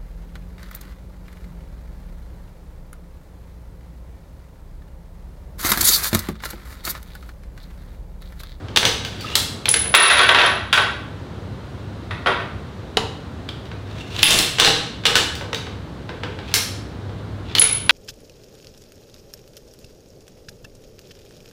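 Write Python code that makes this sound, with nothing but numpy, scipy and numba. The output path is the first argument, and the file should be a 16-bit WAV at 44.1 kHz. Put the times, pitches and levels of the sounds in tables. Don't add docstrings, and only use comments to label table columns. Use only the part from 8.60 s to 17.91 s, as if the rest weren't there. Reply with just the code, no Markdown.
import sys
import numpy as np
from scipy import signal
from scipy.fft import rfft, irfft, next_fast_len
from scipy.io import wavfile
from numba import njit

SR = 44100
rng = np.random.default_rng(int(sys.argv[2]) if len(sys.argv) > 2 else 0)


def store_wav(level_fs):
    pcm = np.round(np.clip(np.atleast_2d(level_fs), -1, 1) * 32767)
    wavfile.write(sys.argv[1], SR, pcm.T.astype(np.int16))


N = 410571
SNAP_S = 4.3705


def rifle_hits(knock_hz=1524, knock_room_db=0.5, pin_db=-10.5, pin_hz=2930, pin_room_db=-6):
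    # (time [s], strength [dB], brightness [dB per octave], pitch of struck part [Hz], room share [dB])
    clacks = [(.161, -11.5, 0, 3560, 2), (.172, -7.5, 0, 3230, -14), (.184, -17, 2.5, 3390, 3),
              (.252, -10.5, 1, 3400, 2), (1.14, -12, 0, 2170, -1.5), (5.985, -16, -2.5, 3300, 6),
              (5.999, -1.5, 0.5, 3550, 2.5), (6.047, -7, 0.5, 4150, 4.5), (6.075, -9.5, -3.5, 790, -5),
              (6.454, -9, -1, 3460, 1), (6.465, -13, 1, 4130, -3), (6.555, -9, 1, 1495, 3.5),
              (6.93, -18.5, -4, 1980, -6)]
    stops = [(.754, -9.5, 0, 4050, 0.496), (5.788, -8, 0, 4140, 0.82), (7.94, -11.5, 0, 5400, 3.5)]
    catches = [(1.056, -16.5, -1.8, 2454, -2.5), (1.083, -17, -4.3, 3960, -6),
               (4.889, -26, -2.8, 3350, -3.5), (5.591, -21.5, -0.5, 2770, 1.5), (5.63, 5, 2.4, 2700, 0),
               (5.676, -9.5, 0.34, 2760, 6), (8.951, -13, 0.12, 4300, 0.5), (8.983, -12, 1, 2980, -17),
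               (9.017, -10, -0.46, 2210, 1)]
    clinks = [(1.09, -17.5, 0.5, 3570, -1.5), (1.353, -2, 7, 3500, -17.5), (1.361, -8, 4, 3500, -12),
              (5.708, -12, -1, 3370, 4.5), (8.995, -20.5, -2, 3800, 6)]
    # (time [s], strength [dB], brightness [dB per octave])
    knocks = [(.084, -36.5, 2), (.229, -14.5, 1.5), (.449, -24.5, 6.5), (0.609, -33, 12),
              (1.257, -25.5, -0.5), (5.055, -42.5, 5), (5.115, -32.5, -1), (6.437, -31.5, 2),
              (6.507, -23, 4), (6.753, -30, 9), (6.81, -25.5, -2), (6.945, -22, 6.5), (7.067, -30, -1.5),
              (7.492, -27.5, -1), (7.634, -23, 0), (7.788, -31, 0), (8.494, -36.5, -2.5)]
    clack_colour = [-8.5, -8, 0, -1, -10, -23]
    stop_colour = [-11, -11, -2, -1, -4, -8.5]
    catch_colour = [-25, -18, -8, -3, -19, -24.5]
    clink_colour = [-4.5, -4, -1, -5.5, 11.5, -3.5]
    knock_colour = [3.5, 6, 6, 0.5, -19, -34.5]
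    snap_colour = [-4.5, 3, 1.5, -1.5, -9.5, -27]
    # (pitch [Hz], width [Hz], boost [dB])
    resonances = [(457, 140, 10.5), (790, 240, 3), (1474, 44.5, -1), (2830, 202, 1), (3200, 480, 2),
                  (4160, 2500, 4.5), (5270, 430, 1.5), (6260, 160, 3), (7620, 50, -3.5), (7700, 210, 3.5),
                  (9340, 250, 3.5), (10200, 155, 3.5), (14170, 213, -5)]
    kinds = [(clacks, clack_colour), (stops, stop_colour),
             (catches, catch_colour), (clinks, clink_colour),
             ([(*row, knock_hz, knock_room_db) for row in knocks], knock_colour),
             ([(SNAP_S, pin_db, 0, pin_hz, pin_room_db)], snap_colour)]
    return sum(blows(hits, colour, resonances, contact_s=0.0056, part_share=0.72, part_width=0.086,
                     extra_room_db=-0.1, ripple_db=2.5) for hits, colour in kinds)


def bolt_slides(swell_db=16, grain_db=4, catches_per_s=260, treble_hz=5000):
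    # (hardest push [s], swell [s], let-off [s], level [dB], treble share [dB])
    strokes = [(.72, 0.24, 0.057, -33, -5.5), (5.41, .14, 0.021, -37, -7), (5.585, 0.12, 0.051, -29.5, -4),
               (5.71, 0.091, 0.11, -10, 4.5), (6.07, .06, 0.039, -24.5, -23), (7.91, .08, 0.065, -36.5, -9),
               (8.92, 0.076, .05, -38, -20), (8.965, 0.016, 0.026, -27.5, -14)]
    # (frequency [Hz], relative level [dB])
    scrape_colour = [(200, -5.5), (450, -3), (1200, -5.5), (2200, -4.5), (2750, 1), (3050, -4.5),
                     (3500, 1.5), (4800, -10), (7500, -13.5), (11000, -22), (16000, -26)]
    # (time [s], level [dB], pitch [Hz], length [s])
    squeaks = [(0.59, -36, 4660, 0.044), (0.641, -26.5, 1240, 0.018), (0.676, -30, 2780, 0.014),
               (.722, -31.5, 2880, 0.039), (5.402, -37, 2720, 0.024)]
    out = np.zeros(N)
    for s, swell, let_off, db, treble_db in strokes:
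        t = np.arange(-swell, let_off, 1 / SR)
        push_db = db - swell_db * np.maximum(-t / swell, t / let_off)
        rub = shaped(rng.standard_normal(SR)[:len(t)], scrape_colour)
        rub *= amp(grain_db * drift(t + swell, catches_per_s))
        dull = signal.sosfilt(signal.butter(4, treble_hz, fs=SR, output="sos"), rub)
        bright = signal.sosfilt(signal.butter(4, treble_hz, "high", fs=SR, output="sos"), rub)
        add(out, s - swell, amp(push_db) * unit(dull + amp(treble_db) * bright))
    for s, db, hz, length in squeaks:
        t = np.arange(0, length, 1 / SR)
        cycles = np.cumsum(hz * (1 + 0.029 * drift(t, 378))) / SR
        add(out, s, amp(db) * np.sqrt(2) * np.sin(2 * np.pi * cycles) * np.hanning(len(t)))
    return out


def thumps(snap_db=-16.5):
    # (time [s], strength [dB])
    pushes = [(.253, -34.5), (5.632, -24), (5.788, -26.5), (6.076, -26), (8.984, -38)]
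    # (pitch [Hz], relative level [dB], time to fade 60 dB [s])
    frame_tones = [(322, -22, .14), (443, 1.5, 0.11), (770, -1.5, 0.094), (910, -6, 0.13),
                   (1007, -3.5, 0.08), (2840, 0, 0.0087)]
    table_tones = [(136, 5, .3), (165, 2, 0.26), (244.2, -5, 0.3), (302.4, 5.5, .25)]
    t, out = np.arange(SR // 2) / SR, np.zeros(N)
    for hits, tones in [([(SNAP_S, snap_db)], frame_tones), (pushes, table_tones)]:
        ring = sum(amp(db - 60 * t / fade_s) * np.sin(2 * np.pi * hz * t) for hz, db, fade_s in tones)
        for s, db in hits:
            add(out, s, amp(db) * ring)
    return out


def ringing_cases(split_hz=38, partner_db=-5, depth=0.61, swing=0.97, wobble=0.83):
    # (time [s], level [dB], pitch [Hz], time to fade 60 dB [s],
    # tumbles [per s], time until it lies still [s])
    rings = [(1.089, -9.5, 10030, 0.77, 39.5, 0.31), (1.349, -1, 9990, 0.67, 9.3, 0.53),
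             (1.862, -20, 10130, 0.046, 14, .05), (2.182, -24, 10050, 0.067, 14, .15),
             (3.509, -58, 10010, 0.29, 16, .15), (3.663, -47, 9650, 0.38, 14.4, 0.18),
             (5.640, -2.5, 10300, 0.28, 41, 0.099), (8.996, -2.5, 10240, 0.53, 30, 0.22)]
    t, out = np.arange(SR) / SR, np.zeros(N)
    for s, db, hz, fade_s, tumbles, still_s in rings:
        turn = 2 * np.pi * tumbles * t + drift(t, 13.56)
        phase = 2 * np.pi * hz * t + swing * np.sin(turn) + wobble * drift(t, 4 * tumbles)
        beat = np.pi * split_hz * t
        pair = np.sin(phase + beat / 2) + amp(partner_db) * np.sin(phase - 3 * beat / 2)
        damping = np.exp(-np.maximum(t - still_s, 0) / 0.027)
        add(out, s, amp(db - 60 * t / fade_s) * damping * pair * (1 - depth * np.sin(turn) ** 2))
    return out


def falling_brass(room_db=1):
    # (time [s], strength [dB], brightness [dB per octave], pitch of struck part [Hz])
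    drops = [(1.34, -6.5, -1.5, 2040), (1.349, 10.5, 2, 2650), (1.5, -3.5, 2, 1970), (1.592, -6, 0, 4100),
             (2.128, -8, 3.5, 1530), (2.176, -9.5, -1, 1460), (3.509, -24.5, -1, 2000),
             (3.66, -12.5, -4.5, 1510), (3.67, -13, -1.5, 1390), (3.8, -26.5, -3, 1560),
             (9.294, 1, 2.5, 3380), (9.304, -2, 3, 1120)]
    colour = [-20.5, -2, 7, 1.5, -22, -36]
    # (pitch [Hz], width [Hz], boost [dB])
    resonances = [(400, 230, 6.3), (694, 51, 6.1), (1240, 170, 2.9), (1500, 40, 5), (1980, 33, 1.7),
                  (3180, 75, 0.73), (3680, 530, 4.7), (10130, 310, 14)]
    hits = [(*row, room_db) for row in [*drops, *rattle(), *settling()]]
    return blows(hits, colour, resonances, contact_s=0.0085, part_share=0.37, part_width=0.15,
                 extra_room_db=1.15, ripple_db=3.0)


def rattle(count=11, start_s=1.375, end_s=1.65, first_db=-9, loss_db=3, spread_db=3):
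    when, size, pitch = rng.random((count, 3)).T
    progress = (np.arange(count) + when) / count
    db = first_db - loss_db * progress + spread_db * (2 * size - 1)
    brightness = 3 - 2 * progress
    return list(zip(start_s + (end_s - start_s) * progress, db, brightness, 1000 * 4.6 ** pitch))


def settling(count=8, start_s=1.69, flight_s=0.056, share=0.715, first_db=-3.5, loss_db=2.18):
    bounce = np.arange(count)
    times = start_s + flight_s * (1 - share ** bounce) / (1 - share)
    brightness = np.full(count, -0.22)
    part_hz = 1100 * 3.7 ** rng.random(count)
    return list(zip(times, first_db - loss_db * bounce, brightness, part_hz))


def blows(hits, colour, resonances, contact_s, part_share, part_width, extra_room_db, ripple_db):
    colour_hz = [120, 550, 1500, 3500, 7200, 13000]
    # (multiple of its pitch, boost [dB] before scaling by part_share)
    overtones = [(1, 12), (1.33, 2.5), (1.86, 1.5)]
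    # (delay [s], level [dB] before the hit's room share is added)
    echoes = [(0.0094, -14), (0.0126, -22.5), (.0165, -25.5), (.0215, -31), (.0235, -23.5)]
    hz = np.fft.rfftfreq(4096, 1 / SR)
    body_db = sum(db / (1 + (2 * (hz - pitch) / width) ** 2) for pitch, width, db in resonances)
    body_db += ripple_db * drift(np.sqrt(hz), 2.2)
    octaves = np.log2(np.maximum(hz, colour_hz[1]) / 3500)
    bass_cut = signal.butter(1, 650, "high", fs=SR)
    out = np.zeros(N)
    for s, db, brightness, part_hz, room_db in hits:
        colour_db = curve(list(zip(colour_hz, colour)), hz) + brightness * octaves
        part_db = part_share * sum(boost / (1 + (2 * (hz / (k * part_hz) - 1) / part_width) ** 2)
                                   for k, boost in overtones)
        part_db += 2.1 * drift(np.log(hz + 1), 16)
        strike = contact(contact_s)
        paths = amp(room_db + extra_room_db) * room_tail()
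        add(paths, 0, signal.lfilter(*bass_cut, strike))
        for delay, echo_db in echoes:
            add(paths, delay, amp(echo_db + room_db) * strike)
        ring = shortest_ring(colour_db + body_db + part_db)
        add(out, s, amp(db) * np.sqrt(0.007 * SR) * signal.fftconvolve(paths, ring))
    return out


def contact(length_s):
    t = np.arange(1024) / SR
    fade = np.exp(-(t / length_s) ** 2)
    phases = np.angle(rfft(rng.standard_normal(len(t)) * fade))
    chatter = irfft(np.exp(1j * phases)) * np.sqrt(fade)
    return chatter / np.linalg.norm(chatter)


def shortest_ring(gain_db):
    log_gain = np.log(amp(np.r_[gain_db, gain_db[-2:0:-1]]))
    ring = np.fft.ifft(np.exp(np.conj(signal.hilbert(log_gain)))).real
    return ring / np.linalg.norm(ring)


def room_tail(onset_s=0.0064):
    # (frequency [Hz], time to fade 60 dB [s])
    fade_times = [(200, 0.6), (530, 0.56), (1400, .6), (3700, 0.58), (9700, 0.46), (15000, 0.31)]
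    # (frequency [Hz], relative level [dB])
    colour = [(150, 7.5), (500, 4.5), (1500, 2.5), (3500, 1.5), (8000, 4), (15000, 4.5)]
    hz, t, bands = signal.stft(rng.standard_normal(SR * 2 // 3), SR, nperseg=256)
    fade_db = curve(colour, hz)[:, None] - 60 * t / curve(fade_times, hz)[:, None]
    sound = signal.istft(bands * amp(fade_db), SR, nperseg=256)[1]
    sound *= 1 - np.exp(-(np.arange(len(sound)) / SR / onset_s) ** 2)
    return sound / np.linalg.norm(sound)


def background(rumble_db=-33, hum_hz=100.4, hum_db=-40, waver=0.5):
    # (frequency [Hz], relative level [dB])
    colour = [(20, -29.5), (45, -20.5), (62, -4.5), (100, -4), (150, -9), (240, -12.5), (480, -18.5),
              (700, -23), (1500, -28), (2400, -36.5), (3900, -35.5), (5200, -44.5), (8000, -51.5),
              (15000, -62.5)]
    t = np.arange(N) / SR
    hum = np.sin(2 * np.pi * hum_hz * t + drift(t, 6)) * (1 + waver * drift(t, 6))
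    return amp(rumble_db) * shaped(rng.standard_normal(N), colour) + amp(hum_db) * unit(hum)


def amp(db):
    return 10 ** (np.asarray(db) / 20)


def unit(x):
    return x / np.sqrt(np.mean(x ** 2) + 1e-20)


def curve(points, hz):
    point_hz, values = np.transpose(points)
    return np.interp(np.log(hz + 1), np.log(point_hz + 1), values)


def add(mix, s, sound):
    part = mix[round(s * SR):][:len(sound)]
    part += sound[:len(part)]


def shaped(x, colour):
    size = next_fast_len(len(x))
    gain = amp(curve(colour, np.fft.rfftfreq(size, 1 / SR)))
    return unit(irfft(rfft(x, size) * gain, size)[:len(x)])


def drift(t, rate):
    knots = np.arange(1024) / rate
    return np.interp(t, knots, rng.standard_normal(len(knots)))


def scene():
    rifle, landings = rifle_hits(), falling_brass()
    thuds, rubbing, brass = thumps(), bolt_slides(), ringing_cases()
    into_room = amp(-2) * rubbing + amp(-5.5) * brass + amp(-6) * thuds
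    walls = signal.fftconvolve(into_room, room_tail())[:N]
    return (rifle + landings + thuds + rubbing + brass + walls + background())[None]


@njit
def limiter_cut(over_db, release):
    out, held = np.zeros(len(over_db)), 0.
    for i in range(len(over_db)):
        held = max(over_db[i], held * (1 - release))
        out[i] = held
    return out


def record(dry, ceiling_db=-9.0, attack_s=0.0054, release_s=0.15, top_hz=15850):
    memory = np.exp(-1 / (attack_s * SR))
    power = signal.lfilter([1 - memory], [1, -memory], dry[0] ** 2)
    over_db = np.maximum(10 * np.log10(power + 1e-12) - ceiling_db, 0)
    cut_db = limiter_cut(over_db, 1 / (release_s * SR))
    limited = np.clip(dry * amp(-cut_db), -1, 1)
    lowpass = signal.firwin(511, top_hz, window=("kaiser", 9), fs=SR)
    return signal.oaconvolve(limited, lowpass[None], "same")


dry = scene()
out = record(dry)
store_wav(out)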